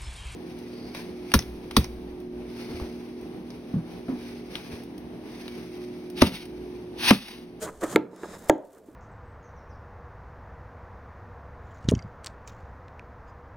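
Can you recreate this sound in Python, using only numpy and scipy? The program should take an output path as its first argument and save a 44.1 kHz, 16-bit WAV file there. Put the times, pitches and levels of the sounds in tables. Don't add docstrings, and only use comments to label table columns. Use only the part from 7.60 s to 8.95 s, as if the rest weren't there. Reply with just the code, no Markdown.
import sys
import numpy as np
from scipy import signal
from scipy.fft import rfft, irfft
from scipy.io import wavfile
from scipy.ndimage import uniform_filter1d

SR = 44100
rng = np.random.default_rng(int(sys.argv[2]) if len(sys.argv) > 2 else 0)


def persist_wave(psi):
    counts = np.round(np.clip(psi, -1, 1) * 32767).astype(np.int16)
    wavfile.write(sys.argv[1], SR, np.atleast_2d(counts).T)


N = 59535


def amp(db):
    return 10 ** (np.asarray(db) / 20)


def unit(x):
    return x / np.sqrt(np.mean(x ** 2))


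def curve(rows):
    seconds, db = np.array(rows).T
    return amp(np.interp(np.arange(N) / SR, seconds, db, left=-150, right=-150))


def colour(x, points):
    hz, db = np.array(points).T
    log_hz = np.log(np.fft.rfftfreq(2 * N, 1 / SR) + 1)
    gain = unit(amp(np.interp(log_hz, np.log(hz), db)))
    cepstrum = irfft(np.log(gain))
    cepstrum[1:N] *= 2
    cepstrum[N + 1:] = 0
    response = np.exp(rfft(cepstrum))
    return irfft(rfft(x, 2 * N) * response)[..., :N]


def stereo(mid, side=0, pan_db=0):
    left = (mid + side) * amp(pan_db / 2)
    right = (mid - side) * amp(-pan_db / 2)
    return np.array([left, right])


def flutter(rate_hz, depth_db):
    size = max(int(SR / rate_hz), 1)
    smooth = uniform_filter1d(uniform_filter1d(rng.standard_normal(N), size), size)
    return amp(depth_db * unit(smooth))


def swell(at, length_s):
    return np.exp(-(2 * (np.arange(N) / SR - at) / length_s) ** 2)


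GRAINS_PER_S = 4600


def grains(spread_db):
    hit = rng.random(N) < GRAINS_PER_S / SR
    sign = rng.choice([-1, 1], N)
    size = amp(spread_db * np.clip(rng.standard_normal(N), -2, 2))
    return unit(hit * sign * size)


# frequency in Hz, relative density in dB per Hz.
AIR_SPECTRUM = [(25, -11), (60, -12.5), (110, -6.5), (400, 12.5), (1000, -4.5), (3000, -23.5),
                (15000, -31.5)]
AIR_DB = -55.5


def air():
    mid, side = amp(AIR_DB) * colour(rng.standard_normal((2, N)), AIR_SPECTRUM)
    return stereo(mid, 0.22 * side, BOARD_PAN_DB)


# time in seconds, level in dB.
RUB_LEVEL = [(0, -50), (.06, -46), (.13, -56), (.2, -61), (.29, -49), (.36, -30), (.42, -46), (.49, -54.5),
             (.56, -56), (.66, -53), (.74, -52.5), (.85, -52.5), (.95, -69.5), (1.1, -78), (1.35, -56)]
# frequency in Hz, relative density in dB per Hz.
RUB_SPECTRUM = [(25, -27), (60, -23), (100, -9.5), (170, 0), (220, 5.5), (320, -11), (700, -46),
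                (2000, -54)]
# time in seconds, level in dB.
RUMBLE_LEVEL = [(0, -55), (.25, -53), (.33, -59), (.39, -81), (.6, -76.5), (.66, -59.5), (.86, -57),
                (.95, -64.5), (1.15, -78.5), (1.3, -63), (1.35, -69)]
# frequency in Hz, relative density in dB per Hz.
RUMBLE_SPECTRUM = [(15, -3.5), (35, -11), (58, -1.5), (90, 0.5), (160, -20), (600, -57.5)]
BOARD_PAN_DB = -1.5


def handling():
    rub_noise, rumble_noise = rng.standard_normal((2, N))
    rub = curve(RUB_LEVEL) * colour(rub_noise, RUB_SPECTRUM)
    rumble = curve(RUMBLE_LEVEL) * colour(rumble_noise, RUMBLE_SPECTRUM)
    return stereo(rub + rumble, pan_db=BOARD_PAN_DB)


# time in seconds, level in dB.
DRAG_LEVEL = [(0, -54.5), (.028, -43), (.062, -37.5), (.09, -31.5), (.106, -54), (.205, -58.5),
              (.222, -31.5), (.238, -24.5), (.26, -38.5), (.3, -43.5), (.33, -36), (.36, -44.5), (.41, -89),
              (.535, -56), (.625, -51.5), (.638, -36.5), (.67, -50), (.75, -43.5), (.79, -54), (.88, -46),
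              (.93, -48), (1.1, -68), (1.175, -52.5), (1.22, -80.5), (1.31, -59), (1.35, -65)]
# frequency in Hz, relative density in dB per Hz.
JUDDER_SPECTRUM = [(40, -56.5), (120, -30), (220, -11), (310, 0.5), (450, 2), (620, 0.5), (780, -6),
                   (1200, -5.5), (1750, -12), (2600, -26), (5000, -41)]


def judder():
    slips = curve(DRAG_LEVEL) * grains(spread_db=4)
    return stereo(colour(slips, JUDDER_SPECTRUM), pan_db=BOARD_PAN_DB)


# time in seconds, level in dB.
FIRST_STROKE = [(0, -61), (.014, -44.5), (.03, -36), (.058, -42), (.066, -53.5), (.088, -52.5), (.114, -62),
                (.205, -62.5)]
SECOND_STROKE = [(0.204, -66), (0.212, -45.5), (.226, -52), (.236, -37.5), (0.259, -52.5), (.3, -45),
                 (.326, -40), (.358, -52.5), (.37, -85)]
SLOW_PULL = [(.51, -71), (.56, -64.5), (.63, -55.5), (0.692, -53.5), (0.747, -50), (.78, -60.5),
             (.88, -60.5), (.9, -74.5)]
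CUT_END = [(.68, -80), (.74, -67.5), (.79, -60), (.87, -62.5), (.894, -41.5), (.905, -78)]
EASING_OFF = [(1.0, -87), (1.051, -69.5), (1.096, -75.5), (1.124, -67.5), (1.184, -70), (1.222, -79.5),
              (1.28, -69.5), (1.35, -74.5)]
# time in seconds, level before colouring in dB.
POPS = [(0.5627, -44.5), (.758, -49), (0.775, -51), (0.823, -43.5), (0.856, -48.5), (.981, -56),
        (1.149, -50), (1.181, -54.5), (1.193, -55.5), (1.286, -59)]
# frequency in Hz, relative density in dB per Hz.
QUICK_SPECTRUM = [(300, -22), (1500, 3.5), (2700, -9.5), (3150, -1.5), (3600, -5), (5700, -4.5), (6500, 2),
                  (7100, 1), (7600, 1.5), (8500, 1), (10500, -6.5), (12500, -9.5), (15500, -14.5)]
# frequency in Hz, relative density in dB per Hz.
SLOW_SPECTRUM = [(300, -18.5), (1800, 4.5), (2900, -9), (3400, -5), (3800, 1.5), (4200, -5), (4700, -8),
                 (5300, 2.5), (5800, -16.5), (6400, 2), (6800, -6), (7150, 2.5), (7500, -2.5), (8800, -5.5),
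                 (10500, -11), (15500, -19.5)]
# frequency in Hz, relative density in dB per Hz.
THIN_SPECTRUM = [(300, -14), (3000, -8.5), (5500, -6.5), (7500, -1), (10000, -3.5), (13000, -6.5),
                 (15500, -6)]
# frequency in Hz, relative gain of the side signal in dB.
RASP_WIDTH = [(1500, -0.5), (4000, -1.5), (8000, -3.5), (11500, 6), (16000, -12)]
RASP_SIDE, RASP_PAN_DB = 0.45, 1
POP_S = 0.00041


def rasp():
    quick = (curve(FIRST_STROKE) + curve(SECOND_STROKE)) * flutter(rate_hz=300, depth_db=0.4)
    slow = curve(SLOW_PULL)
    thin = (curve(CUT_END) + curve(EASING_OFF)) * flutter(rate_hz=320, depth_db=3.0)
    pops = sum(amp(db) * swell(at, POP_S) for at, db in POPS)

    def tearing():
        quick_tear = colour(quick * grains(spread_db=0), QUICK_SPECTRUM)
        slow_tear = colour(slow * grains(spread_db=2.5), SLOW_SPECTRUM)
        thin_cells = thin * grains(spread_db=-3.5) + pops * rng.standard_normal(N)
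        return quick_tear + slow_tear + colour(thin_cells, THIN_SPECTRUM)

    mid, side = tearing(), tearing()
    return stereo(mid, RASP_SIDE * colour(side, RASP_WIDTH), RASP_PAN_DB)


# centre in seconds, length in seconds, typical slip rate in Hz,
# level in dB.
CHATTERS = [(0.032, 0.027, 445, -30.5), (0.037, 0.037, 625, -33.5), (0.086, 0.11, 437, -43.5)]


def chatter(wander_db=-0.22):
    notes = 0
    for at, length_s, slip_hz, db in CHATTERS:
        wavering_hz = slip_hz * flutter(rate_hz=440, depth_db=wander_db)
        tone = np.sin(2 * np.pi * np.cumsum(wavering_hz) / SR)
        notes = notes + amp(db) * swell(at, length_s) * tone
    return stereo(notes, pan_db=BOARD_PAN_DB)


def contact(at, length_s):
    force = swell(at, length_s)
    return force / force.sum()


def ring(force, modes):
    t = np.arange(N // 2) / SR
    response = 0
    for hz, db, t60 in modes:
        response = response + amp(db) * np.cos(2 * np.pi * hz * t) * np.exp(-np.log(1000) * t / t60)
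    return signal.fftconvolve(force, response)[:N]


SWING_GLIDE_S, SWING_RISE_S, SWING_HOLD_S = 0.0013, 0.0004, 0.0054


def swing(at, start_hz, end_hz):
    t = np.maximum(np.arange(N) / SR - at, 0)
    glide = (start_hz - end_hz) * SWING_GLIDE_S * (1 - np.exp(-t / SWING_GLIDE_S))
    turns = end_hz * t + glide
    envelope = (1 - np.exp(-t / SWING_RISE_S)) * np.exp(-(t / SWING_HOLD_S) ** 3)
    return np.sin(2 * np.pi * turns) * envelope


# frequency in Hz, relative level in dB, time to fall 60 dB in seconds.
PANEL_MODES = [(214.2, -42, 0.26), (282.3, -29, 0.24), (312.2, -21, 0.14), (364, -28.5, 0.24),
               (429, -20.5, 0.074), (495, -57.5, 0.16), (563.4, -25, 0.082), (622, -21.5, .07),
               (689.4, -27.5, 0.12), (794, -19.5, 0.05), (886.5, -15.5, 0.064), (968, -25.5, .09),
               (1182, -20, 0.027), (1358, -13.5, 0.025), (1631, -15, 0.056)]
# time in seconds, panel ring in dB,
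# contact length in seconds, final swing frequency in Hz, swing level in dB.
BUMPS = [(0.2268, -19, 0.001, 344, -28), (0.233, -18.5, 0.0021, 323, -23),
         (0.2379, -14.5, 0.00061, 585, -26.5), (0.2418, -10.5, 0.001, 307, -20.5),
         (0.5318, -23, .0008, 405, -44), (0.6342, -19.5, 0.00028, 372, -28.5),
         (1.2862, -23, 0.00094, 301, -37.5)]
BUMP_GLIDE = 1.61


def bumps():
    force = swings = 0
    for at, ring_db, contact_s, swing_hz, swing_db in BUMPS:
        force = force + amp(ring_db) * contact(at, contact_s)
        swings = swings + amp(swing_db) * swing(at, BUMP_GLIDE * swing_hz, swing_hz)
    return stereo(ring(force, PANEL_MODES) + swings, pan_db=BOARD_PAN_DB)


BOX_ECHO_DB, BOX_ECHO_T60_S = -15, 0.014


def box_echo(x):
    t = np.arange(N // 8) / SR
    scatter = rng.standard_normal(len(t)) * np.exp(-np.log(1000) * t / BOX_ECHO_T60_S)
    echo = signal.fftconvolve(x, scatter / np.linalg.norm(scatter))[:N]
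    return x + amp(BOX_ECHO_DB) * echo


# time in seconds, panel ring in dB, blade ring in dB,
# blade contact in seconds, crack level in dB, crack length in seconds, flex level in dB,
# swing lag in seconds, swing start in Hz, swing end in Hz, swing level in dB.
SNAPS = [(0.3604, 3.5, 7, 0.00011, -9, 0.0014, -28, 0.00019, 472, 418, -4),
         (0.8976, 6.5, -7.5, 0.000055, -6, 0.0021, -3, 0, 1077, 395, -2.5)]
# frequency in Hz, relative level in dB,
# time to fall 60 dB in seconds.
BLADE_MODES = [(1353, -18, 0.026), (2164, -14.5, 0.012), (3370, -24.5, 0.0055), (3990, -28.5, 0.0069),
               (7060, -29.5, 0.0057), (8050, -8, .004), (10930, -34.5, 0.0024)]
# frequency in Hz, relative density in dB per Hz.
CRACK_SPECTRUM = [(200, -3), (800, 23.5), (1400, -4), (2200, 17), (2750, -2), (3500, -2), (5400, -17.5),
                  (6900, 9.5), (8000, -11), (12000, -6), (16000, -16)]
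SNAP_CONTACT_S, FLEX_S, CRACK_SIDE = 0.00053, 0.00066, 0.15
FLEX_LEAD_S, BLADE_LEAD_S, CRACK_LEAD_S = 0.00051, 0.0001746, 0.0001


def snaps():
    board = tear = blade_force = 0
    for (at, ring_db, blade_db, blade_s, crack_db, crack_s, flex_db,
         lag_s, start_hz, end_hz, swing_db) in SNAPS:
        board = board + amp(ring_db) * ring(contact(at, SNAP_CONTACT_S), PANEL_MODES)
        board = board + amp(swing_db) * swing(at + lag_s, start_hz, end_hz)
        board = board - amp(flex_db) * swell(at - FLEX_LEAD_S, FLEX_S)
        blade_force = blade_force + amp(blade_db) * contact(at - BLADE_LEAD_S, blade_s)
        tear = tear + amp(crack_db) * swell(at - CRACK_LEAD_S, crack_s)
    crack_mid, crack_side = colour(tear * rng.choice([-1, 1], (2, N)), CRACK_SPECTRUM)
    sharp = box_echo(crack_mid - ring(blade_force, BLADE_MODES))
    return stereo(board + sharp, CRACK_SIDE * crack_side, BOARD_PAN_DB)


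# centre in Hz, echo level in dB, time to fall 60 dB in seconds.
ROOM_BANDS = [(76.2, -42.5, 0.46), (186, -11, 0.31), (313, -13, 0.3), (560, -13, 0.41), (1010, -16.5, 0.43),
              (2000, -26, 0.29), (4170, -18, 0.24), (8040, -43.5, 0.11), (14600, -42, 0.098)]
ROOM_DELAY_S, ROOM_RISE_S, ROOM_SIDE = 0.0027, 0.0013, 0.31


def room(dry):
    t = np.arange(N // 2) / SR
    log_hz = np.log(np.fft.rfftfreq(len(t), 1 / SR) + 1)
    noise = rfft(rng.standard_normal((2, len(t))))
    log_centres = np.log([row[0] for row in ROOM_BANDS])
    onset = np.clip((t - ROOM_DELAY_S) / ROOM_RISE_S, 0, 1)
    tail = 0
    for share, (_, db, t60) in zip(np.eye(len(ROOM_BANDS)), ROOM_BANDS):
        band = irfft(noise * np.interp(log_hz, log_centres, share), len(t))
        fade = np.exp(-np.log(1000) * t / t60) * onset
        tail = tail + amp(db) * band * fade / np.sqrt(np.sum(fade ** 2))
    echoes = stereo(tail[0], ROOM_SIDE * tail[1])
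    return signal.fftconvolve(dry, echoes, axes=1)[:, :N]


def scene():
    dry = snaps() + bumps() + rasp() + judder() + chatter() + handling()
    return air() + dry + room(dry)


CEILING, TOP_HZ = 0.61, 15600


def record(dry):
    rounded = dry / (1 + (dry / CEILING) ** 4) ** (1 / 4)
    low_pass = signal.ellip(8, 0.2, 70, TOP_HZ, fs=SR, output="sos")
    return signal.sosfilt(low_pass, rounded)


dry = scene()
out = record(dry)
persist_wave(out)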